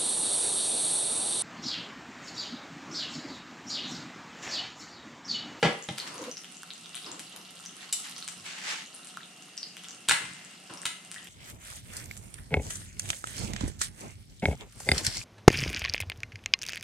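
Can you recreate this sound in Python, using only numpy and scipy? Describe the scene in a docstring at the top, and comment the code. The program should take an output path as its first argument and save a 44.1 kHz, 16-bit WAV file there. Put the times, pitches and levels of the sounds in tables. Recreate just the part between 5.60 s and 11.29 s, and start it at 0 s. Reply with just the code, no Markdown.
"""Two quick knocks of a spatula on a plastic tray come first, with fat already sizzling behind them.
Two eggs fry in a pan on a small gas burner in a hard-walled corner, close to the microphone. Steam bubbles
crack and ring: small ones in swarms as a sizzle, large ones as pitched spits and deep plops. Struck tray
and metal tool ring in modes; drag, rustle, flame and rumble are shaped noise; echoes and a tail add the corner."""
import sys
import numpy as np
from scipy import signal
from scipy.fft import rfft, irfft
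from scipy.io import wavfile
from scipy.ndimage import uniform_filter1d

SR = 44100
rng = np.random.default_rng(int(sys.argv[2]) if len(sys.argv) > 2 else 0)


def pcm_store(signal):
    """Save signal as 16-bit PCM."""
    levels = np.round(np.clip(np.atleast_2d(signal), -1, 1) * 32767)
    wavfile.write(sys.argv[1], SR, levels.astype(np.int16).T)


def voltage_ratio(level):
    """Linear amplitude factor for a level in decibels (scalar or array-like)."""
    return 10 ** (np.asarray(level, float) / 20)


N = 250929  # length in samples

# In all tables levels are before panning, room and microphone; colours give only the shape of a spectrum.
# loudest bursting bubbles: start_s, level_db, pitch_hz, ring_cycles, crack_db (against the ring)
SPITS = [(.2253, -27.5, 6700, 3.2, -9), (.2404, -27, 6760, 2.8, -14), (.3806, -27, 4550, 3.3, 6),
         (.3835, -28.5, 3630, 1.5, 16), (.4, -20.5, 4160, 3.7, -25), (.476, -27.5, 5300, 3.0, 2.5),
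         (.543, -29, 9200, 2.4, -11), (.5804, -27.5, 6330, 2.3, -5), (.6177, -30, 6200, 3.0, -18),
         (.6404, -34, 3840, 3.3, 11.5), (.7138, -24.5, 5880, 4.2, -15), (.7701, -26, 5540, 4.8, -3),
         (.78, -31, 6200, 2.8, -15), (.845, -26.5, 3200, 1.3, -2.5), (.9692, -29, 6850, 2.6, -11),
         (1.1051, -21.5, 3810, 1.8, -12), (1.1124, -29, 3760, 2.1, -7), (1.136, -30, 7000, 2.4, -6),
         (1.2584, -31, 3460, 2.4, -11), (1.3458, -22.5, 3320, 1.6, -1.5), (1.3539, -21, 9210, 3.0, -7),
         (1.3614, -28, 3770, 3.0, -7), (1.3694, -29, 3680, 1.2, 4.5), (1.3774, -24.5, 3190, 1.8, -3),
         (1.4446, -29, 3660, 3.0, -4), (1.4635, -28, 4900, 3.3, -11), (1.517, -25, 7000, 3.5, -12),
         (1.5947, -32.5, 7880, 2.2, 14.5), (1.6004, -28, 9300, 3.0, -7), (1.7629, -24.5, 11000, 1.9, -3),
         (1.956, -35, 8840, 2.2, 3), (2.0532, -33, 9000, 1.5, 7), (2.0607, -26, 5980, 4, -3),
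         (2.496, -31, 12500, 2.5, -9), (2.5633, -26, 5530, 2.2, -14), (2.582, -29, 6000, 2.8, 4),
         (2.6256, -23.5, 4080, 2.6, -5), (2.6785, -18, 8720, 1.5, 1.5), (2.6862, -22, 7700, 1.6, 3),
         (3.2614, -32.5, 6530, 3.0, -14), (3.3446, -32, 9400, 3.8, -9), (3.349, -31, 9140, 5.8, -12),
         (3.447, -30, 9000, 2.8, -4), (3.472, -24.5, 8500, 1.4, -6), (3.6325, -29, 3470, 2.2, -12),
         (3.824, -33, 7140, 1.9, 1.5), (3.9698, -33, 8090, 3.3, 3), (3.9774, -19.5, 5300, 2.9, -14),
         (4.0306, -20.5, 4640, 4.3, -9.5), (4.1687, -26.5, 3080, 1.1, 4), (4.2382, -33, 8500, 1.5, 5),
         (4.2438, -27.5, 3350, 1.8, -3), (4.2854, -24, 6800, 1.9, -5), (4.3084, -27, 6000, 2.2, -11),
         (4.7355, -31, 8130, 3.0, -7), (4.8485, -32, 7300, 2.7, -7), (5.138, -24, 9000, 1.6, -6),
         (5.1739, -33, 5400, 4.9, .6), (5.2178, -24.5, 8250, 2.8, -5), (5.449, -33, 8100, 2.2, -2.5),
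         (5.5156, -23, 8960, 2.2, 2.5), (5.5435, -29, 8700, 1.8, 7), (5.5826, -28.5, 3240, 1.7, -7),
         (5.645, -31, 12000, 2.2, -3), (5.672, -33, 3200, 2.3, 5)]
# as heard, the bursts have no bass and fade in the top octave: freq_hz, gain_db
BURST_COLOUR = [(100, -50), (700, -12), (1500, 0), (9500, 3.5), (13000, -1.5), (16000, -22)]
# large slow bubbles that plop: start_s, level_db, pitch_hz, ring_cycles, crack_db (against the ring)
PLOPS = [(1.0327, -21.5, 1420, .85, .7), (1.4722, -35, 1010, 2.1, -12.5), (3.5719, -17.5, 1260, 1.55, -6.5),
         (3.6062, -33.5, 1710, 2.1, -10.5), (3.8852, -32.5, 1110, .95, -3.5), (5.2326, -24.5, 1800, .9, -4),
         (5.5614, -30.5, 1810, 5.3, -13.5)]
# strength of the sizzle, before its trim: time_s, level_db
SIZZLE_LEVEL = [(0.0, -45), (.2, -60), (.46, -49), (.78, -57), (1.12, -54), (2.0, -54), (2.52, -48.5),
                (2.71, -53.5), (3.07, -51), (3.2, -55.5), (3.36, -54.5), (3.84, -59.5), (4.15, -58.5),
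                (4.28, -51.5), (4.6, -64), (5.13, -57), (5.31, -62), (5.69, -52.5)]
# spectrum of the sizzle filter: freq_hz, gain_db
SIZZLE_COLOUR = [(470, -18), (800, -9), (1320, 3), (1660, -19.5), (2410, -17), (2900, -.6), (4340, -1.5),
                 (4860, -3.5), (6570, -5.5), (9330, -.6), (13000, -18), (16000, -45)]
# a water pocket explodes and sprays fat: start_s, level_db (first 20 ms), spray_s, tilt_db_per_octave, thump_db
SPLATTER = (2.3253, -30.5, .008, .1, -70)
# spectrum of the spray: freq_hz, density_db_per_hz
SPLATTER_COLOUR = [(880, -63), (1500, -33), (2370, -24), (4240, -11), (6300, -11), (7690, -2.5),
                   (8490, -10), (9650, -8), (10700, -22), (12600, -19), (16000, -38)]
# modes of the exploding pocket: pitch_hz, level_db, t60_s
POCKET_MODES = [(3000, -9, .012), (3550, -3, .01), (7600, -3, .01), (9400, -8, .008)]
# spatula blows on the tray: start_s, level_db (first 20 ms), rattle_s, tilt_db_per_octave, thump_db (counter)
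KNOCKS = [(.0273, -21.5, .0085, .3, -29.5), (.0452, -21, .021, -.3, -28.5), (.2873, -36, .004, 1.6, -28.5)]
# modes of the plastic tray: pitch_hz, level_db, t60_s
TRAY_MODES = [(438, -4, 0.1), (493, -7, 0.06), (614, -8, 0.053), (800, -8, .06), (1154, -11, 0.045),
              (2040, 5, .03), (3200, -18, 0.045), (4260, -16, 0.02)]
# spectrum of the crack on the tray: freq_hz, density_db_per_hz
TRAY_COLOUR = [(24, -65), (50, -40), (160, 5), (284, -11), (432, -6), (582, -5), (1000, -11.5), (3220, -16),
               (8910, -38.5), (15000, -79)]
# metal tool hitting and bouncing: start_s, level_db (first 20 ms), rattle_s, tilt_db_per_octave, thump_db
CLATTER = [(4.4819, -46, .0021, -2.5, -56), (4.4858, -25.5, .0036, 1.6, -50),
           (4.4937, -24.5, .0034, .9, -50), (4.5097, -22.5, .0028, -2.2, -40),
           (4.5172, -32, .0042, 4.2, -56), (4.6182, -48, .0042, -6.5, -42), (4.6522, -47, .0042, -1.1, -52),
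           (4.69, -55, .0042, -3.2, -43), (5.0962, -55, .016, -7.5, -52), (5.254, -31, .004, .7, -53),
           (5.2632, -38, .0032, 4.2, -60)]
# modes of the metal tool: pitch_hz, level_db, t60_s
TOOL_MODES = [(1180, -1.5, .018), (1723, -6, .028), (1980, -27, .5), (2071, -19.5, .75), (2200, -28, .4),
              (2550, -2.5, .011), (2790, -26, .55), (2910, -26, .5), (3800, -5.5, .011), (7530, -9, .009),
              (8540, -7, .009)]
# spectrum of the crack of the tool: freq_hz, density_db_per_hz
TOOL_COLOUR = [(60, -60), (170, -27), (560, -32), (850, -6), (1300, -1.5), (1700, -.6), (2800, -4),
               (4200, -6), (6000, -14), (8200, -8), (9800, -14), (12000, -30), (16000, -48)]
# modes of the counter under every blow: pitch_hz, level_db, t60_s
COUNTER_MODES = [(95, -5, .1), (135, -1.5, .17), (175, -1.5, 0.11), (215, -4, .13), (320, -5, 0.11)]
# spatula strokes on the tray, later a hand on the counter: start_s, rise_s, top_db, sag_db_per_s, end_s
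DRAG_STROKES = [(.33, .14, -45, 4, .68), (1.44, .03, -45, 60, 1.61), (1.725, .015, -50.5, 110, 1.84),
                (4.59, .03, -46, 300, 4.66), (5.09, .01, -45, 75, 5.24)]
# spectrum of the drag: freq_hz, density_db_per_hz
DRAG_COLOUR = [(35, -70), (60, -62), (157, -5), (240, -21), (297, -3), (360, -8.5), (490, -10),
               (857, -13.5), (1000, -6.5), (1750, -19), (6000, -23), (7800, -45), (13200, -120)]
# the dragged tray judders on its low resonances: time_s, level_db
JUDDER_LEVEL = [(0.56, -57), (0.622, -39), (0.652, -50), (0.684, -37.5), (0.714, -49), (0.742, -53),
                (0.78, -66)]
# those resonances: pitch_hz, width_hz, level_db
JUDDER_PEAKS = [(283, 83, -2), (498, 17, 4), (1000, 54, -16)]
# rustles of cloth or a bag: start_s, rise_s, top_db, sag_db_per_s, end_s
RUSTLE_STROKES = [(.385, .03, -47, 100, .44), (.44, .035, -42, 190, .6), (.61, .028, -50, 70, .73),
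                  (2.11, .13, -47, 200, 2.3), (2.425, .025, -41.5, 150, 2.56),
                  (2.835, .028, -39.5, 40, 2.99), (2.975, .125, -31.5, 105, 3.24),
                  (4.6, .03, -47, 30, 4.96)]
# spectrum of the rustle: freq_hz, density_db_per_hz
RUSTLE_COLOUR = [(180, -45), (300, -17), (423, -19), (801, -12.5), (855, -6), (928, -13), (1880, -1.5),
                 (3330, -6.5), (7670, -11.5), (15500, -44)]
# spectrum of the flame: freq_hz, density_db_per_hz
FLAME_COLOUR = [(18, -57), (35, -36), (95, -50), (179, 2.5), (526, -10.5), (721, -6.5), (937, -15),
                (2120, -8.5), (2830, -16), (4910, -12.5), (8980, -13.5), (14400, -34), (15900, -62)]
# burner resonances blown by the gas jet: pitch_hz, width_hz, level_db
JET_PEAKS = [(178, 13.3, -63.5), (736, 8.3, -71), (2780, 190, -58)]
# swells of a dull rumble: start_s, rise_s, top_db, sag_db_per_s, end_s
RUMBLE_SWELLS = [(.4, .03, -64, 35, .85), (1.5, .42, -71, 60, 2.02), (2.5, .17, -69, 3, 2.86),
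                 (4.3, .1, -71, 3, 4.7), (4.98, .13, -76, 45, 5.3), (5.35, .25, -61, 90, 5.69)]
# spectrum of the rumble: freq_hz, density_db_per_hz
RUMBLE_COLOUR = [(30, -32), (60, -14), (95, -10), (125, 8), (170, -28), (400, -70)]
# near echoes off pan wall, counter and walls: delay_s, level_db
ECHOES = [(.0013, -12), (.0036, -21.5), (.0064, -9), (.0085, -14), (.011, -10), (0.0175, -40)]
# decay of the room tail: freq_hz, t60_s
ROOM_DECAY = [(150, 0.3), (600, 0.4), (1700, 0.44), (4600, 0.37), (9000, 0.42), (14000, 0.32)]
# likeness of the left and right channels: freq_hz, likeness (1 = identical)
LIKENESS = [(60, 0.55), (250, 0.77), (600, 0.61), (1650, 0.38), (5000, 0.41), (15000, 0.067)]


def bubble(pitch_hz, cycles, crack_db):
    """A bursting bubble: the film cracks, the open cavity rings down and rises a little in pitch."""
    t = np.arange(1500) / SR
    life = t * pitch_hz / max(cycles, .3)
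    onset = 1 - np.exp(-t * pitch_hz / .5)
    rising = 1 + 0.017 * np.minimum(life, 3)
    ring = onset * np.exp(-life) * np.sin(2 * np.pi * pitch_hz * t * rising)
    crack = np.exp(-t / .00004)
    return ring + voltage_ratio(crack_db) * crack


def spits():
    """Large bubbles, each at its place in the pan and a hair early or late at the right port; one splatter."""
    pan_left_db, scatter_db = 1.5, 1.5  # the pan sits a little left; bubbles scatter about it
    out = np.zeros((2, N))
    scatter = rng.uniform(-1, 1, (len(SPITS), 2))
    for (start_s, level_db, pitch_hz, cycles, crack_db), (place, early) in zip(SPITS, scatter):
        sound = voltage_ratio(level_db) * bubble(pitch_hz, cycles, crack_db)
        pan_db = pan_left_db + scatter_db * place
        add(out[0], start_s, voltage_ratio(pan_db / 2) * sound)
        add(out[1], start_s + 2.2e-5 * early, voltage_ratio(-pan_db / 2) * sound)
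    add(out, *blow(SPLATTER, POCKET_MODES, SPLATTER_COLOUR, ring_db=-4.))
    return coloured(out, BURST_COLOUR)


def plops():
    """Deep bubbles open toward the microphone: the direct sound, and the part that fills the room."""
    out = np.zeros((2, N))
    for start_s, level_db, pitch_hz, cycles, crack_db in PLOPS:
        # a plop that rings longer throws more into the room: 4.5 dB per doubling
        thrown_db = -9 + 4.5 * np.log2(cycles)
        gains = voltage_ratio([[level_db], [level_db + thrown_db]])
        add(out, start_s, gains * bubble(pitch_hz, cycles, crack_db))
    return coloured(out, BURST_COLOUR)


def sizzle(per_s=1200, spread_db=7.4):
    """Swarms of tiny bubbles at 24 pitches, of random strength, scattered over the pan."""
    out = np.zeros((2, N))
    for pitch_hz in np.geomspace(1500, 14000, num=24):
        strength = voltage_ratio(spread_db * np.minimum(rng.exponential(1, N), 3.5))
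        bursts = strength * (rng.random(N) < per_s / 24 / SR)
        side_db = rng.uniform(-2.5, 2.5)
        swarm = signal.oaconvolve(bursts, bubble(pitch_hz, 1.88, -2.5) * np.sqrt(pitch_hz))[:N]
        out += voltage_ratio([[side_db], [-side_db]]) * swarm
    return level(SIZZLE_LEVEL) * voltage_ratio(-1.5) * evened(coloured(out, SIZZLE_COLOUR))


def blow(row, modes, colour, ring_db):
    """A short uneven rattle cracks broadly and rings the struck thing; the counter thumps under it."""
    start_s, level_db, rattle_s, tilt_db, thump_db = row
    t = np.arange(SR // 2) / SR
    life = t / max(rattle_s, 1e-4)
    # contacts come and go every 30 samples
    uneven = voltage_ratio(2.2 * rng.standard_normal(len(t) // 30 + 1)).repeat(30)[:len(t)]
    envelope = (1 - np.exp(-t / .0004)) * np.exp(-life ** 1.26)
    push = envelope * uneven * rng.standard_normal(len(t))
    ring = signal.fftconvolve(push, ringing(modes, t))[:len(t)]
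    ring = coloured(ring, [(20, 0), (20000, 0)], tilt_db)  # flat but for the tilt
    sound = evened(coloured(push, colour, tilt_db)) + voltage_ratio(ring_db) * evened(ring)
    thump = ringing(COUNTER_MODES, t) * (1 - np.exp(-t / 0.011))
    # 20 ms is 1/25 of the half second, so rms over the whole is 1/5 of rms over those 20 ms
    return start_s, voltage_ratio(level_db) * evened(sound) / 5 + voltage_ratio(thump_db) * thump


def handling():
    """Spatula on the tray and metal tool by the pan, struck things that ring a little to the left."""
    out = np.zeros(N)
    for row in KNOCKS:
        add(out, *blow(row, TRAY_MODES, TRAY_COLOUR, ring_db=-7.5))
    for row in CLATTER:
        add(out, *blow(row, TOOL_MODES, TOOL_COLOUR, ring_db=-9.5))
    return out * voltage_ratio([[.4], [-.4]])


def dragging():
    """Grainy friction noise, with a judder that stirs the tray's low body."""
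    noise = evened(grit(1.36) * paired_noise(DRAG_COLOUR, 1.0))
    judder = level(JUDDER_LEVEL) * evened(narrow(JUDDER_PEAKS))
    return strokes(DRAG_STROKES) * noise + judder


def rustling():
    """Cloth or a bag gives a dense grainy swish of noise."""
    return strokes(RUSTLE_STROKES) * evened(grit(1.36) * paired_noise(RUSTLE_COLOUR, 0.83))


def burner():
    """The flame roars softly as drifting noise; the gas jet blows across narrow resonances."""
    return voltage_ratio(-54.5) * paired_noise(FLAME_COLOUR, 1.34) + narrow(JET_PEAKS)


def rumble():
    """Low patchy noise swells dully in the background."""
    return strokes(RUMBLE_SWELLS) * paired_noise(RUMBLE_COLOUR, 3.1)


def room(x, tail_db=-2.0):
    """Near echoes, then sparse taps of random sign whose bands die at their own speed."""
    taps = np.zeros((2, SR // 2))
    # one tap in every 20 samples
    at = np.arange(300, SR // 2 - 20, 20) + rng.integers(0, 20, (2, (SR // 2 - 301) // 20))
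    np.put_along_axis(taps, at, rng.choice([-1., 1.], at.shape), 1)
    hz, t, bands = signal.stft(taps, SR, nperseg=256)
    decay = voltage_ratio(-60 * t / read(ROOM_DECAY, hz)[:, None])
    tail = signal.istft(bands * decay, SR, nperseg=256)[1]
    length = tail.shape[1]
    # the two channels are most alike around 250 Hz and least alike in the treble
    same = np.clip(read(LIKENESS, np.fft.rfftfreq(length, 1 / SR)), 0, 1)
    left, other = rfft(tail)
    tail = irfft([left, same * left + np.sqrt(1 - same ** 2) * other], length)
    tail *= voltage_ratio(tail_db) / np.linalg.norm(tail[0])
    tail = signal.lfilter(*signal.butter(1, 250, "high", fs=SR), tail)  # the tail is thin in the bass
    for delay_s, echo_db in ECHOES:
        tail[[0, 1], round(delay_s * SR) + rng.integers(0, 4, 2)] += voltage_ratio(echo_db)
    return signal.fftconvolve(x, tail, axes=1)[:, :N]


def paired_noise(colour, patchy_db):
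    """Two-channel noise of rms 1, most alike around 250 Hz, with patches drifting in time and pitch."""
    frames, hz = N // 256 + 5, np.fft.rfftfreq(1024, 1 / SR)
    a, b, c, d, patches = rng.standard_normal((5, len(hz), frames))
    patches = uniform_filter1d(patches, size=12, axis=0)
    patches = evened(uniform_filter1d(patches, size=12, axis=1))
    same = np.clip(read(LIKENESS, hz), -1, 1)[:, None]
    left, other = a + 1j * b, c + 1j * d
    spectrum = np.array([left, same * left + np.sqrt(1 - same ** 2) * other])
    spectrum *= voltage_ratio(read(colour, hz)[:, None] + patchy_db * patches)
    return evened(signal.istft(spectrum, nperseg=1024, noverlap=768)[1][:, :N])


def grit(depth_db):
    """Random gain that flutters like rough surfaces catching, smoothed over 120 samples."""
    return voltage_ratio(depth_db * evened(uniform_filter1d(rng.standard_normal(N), size=120)))


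def narrow(peaks):
    """Noise blown through narrow resonances."""
    out = np.zeros(N)
    for pitch_hz, width_hz, level_db in peaks:
        resonance = signal.iirpeak(pitch_hz, pitch_hz / width_hz, SR)
        out += voltage_ratio(level_db) * evened(signal.lfilter(*resonance, rng.standard_normal(N)))
    return out


def ringing(modes, t):
    """Dying modes of a struck thing."""
    return sum(voltage_ratio(db - 60 * t / t60_s) * np.sin(2 * np.pi * hz * t) for hz, db, t60_s in modes)


def strokes(rows):
    """Gain over time from strokes that climb 18 dB to their top, sag, and let go in 30 ms."""
    t, power = np.arange(N) / SR, np.zeros(N)
    for start_s, rise_s, top_db, sag_db_per_s, end_s in rows:
        late = t - start_s - rise_s
        db = top_db + np.where(late < 0, 18 * late / rise_s, -sag_db_per_s * late)
        release = np.clip((end_s - t) / .03 + 1, 0, 1)
        power += (voltage_ratio(db) * (t > start_s) * release) ** 2
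    return np.sqrt(power)


def level(rows):
    """Gain over time from a dB curve, silent outside it, with 39 ms soft ends."""
    t, (time_s, level_db) = np.arange(N) / SR, np.transpose(rows)
    ends = np.clip(np.minimum(t - time_s[0], time_s[-1] - t) / 0.039, 0, 1)
    return voltage_ratio(np.interp(t, time_s, level_db)) * ends


def coloured(x, colour, tilt_db=0.):
    """Causal minimum-phase filter with the given spectrum, tilted about 3 kHz in dB per octave."""
    hz = abs(np.fft.fftfreq(4096, 1 / SR))
    gain_db = read(colour, hz) + tilt_db * np.log2(np.maximum(hz, 600) / 3000)
    log_gain = np.log(voltage_ratio(np.maximum(gain_db, -100)))
    taps = np.fft.ifft(np.exp(np.conj(signal.hilbert(log_gain)))).real[:2048]
    return signal.oaconvolve(x, taps[None] if x.ndim > 1 else taps)[..., :x.shape[-1]]


def read(points, hz):
    """Reads a table on a log-frequency axis."""
    f, value = np.transpose(points)
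    return np.interp(np.log(hz + 1), np.log(f + 1), value)


def evened(x):
    """Scales to rms 1."""
    return x / np.sqrt(np.mean(x ** 2) + 1e-20)


def add(mix, start_s, sound):
    """Mixes a sound in at its start time, cut at the end of the mix."""
    part = mix[..., round(start_s * SR):][..., :sound.shape[-1]]
    part += sound[..., :part.shape[-1]]


def scene():
    """Everything that bursts or knocks sounds in the room, over drag, rustle, flame and rumble."""
    near = spits() + sizzle() + handling()
    direct, thrown = plops()
    corner = room(near + thrown)
    return near + direct + corner + dragging() + rustling() + burner() + rumble()


def roll_off(x):
    """The treble ends steeply here."""
    return signal.sosfilt(signal.butter(12, 16510, fs=SR, output="sos"), x)


def record(dry):
    """The microphone drops the deepest bass; its close-set ports hear nearly the same bass."""
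    mid, side = (dry[0] + dry[1]) / 2, (dry[0] - dry[1]) / 2
    mid = signal.lfilter(*signal.butter(2, 45, "high", fs=SR), mid)
    side = voltage_ratio(-11) * side + signal.lfilter(*signal.butter(4, 380, "high", fs=SR), side)
    return roll_off(np.array([mid + side, mid - side]))


dry = scene()
out = record(dry)
pcm_store(out)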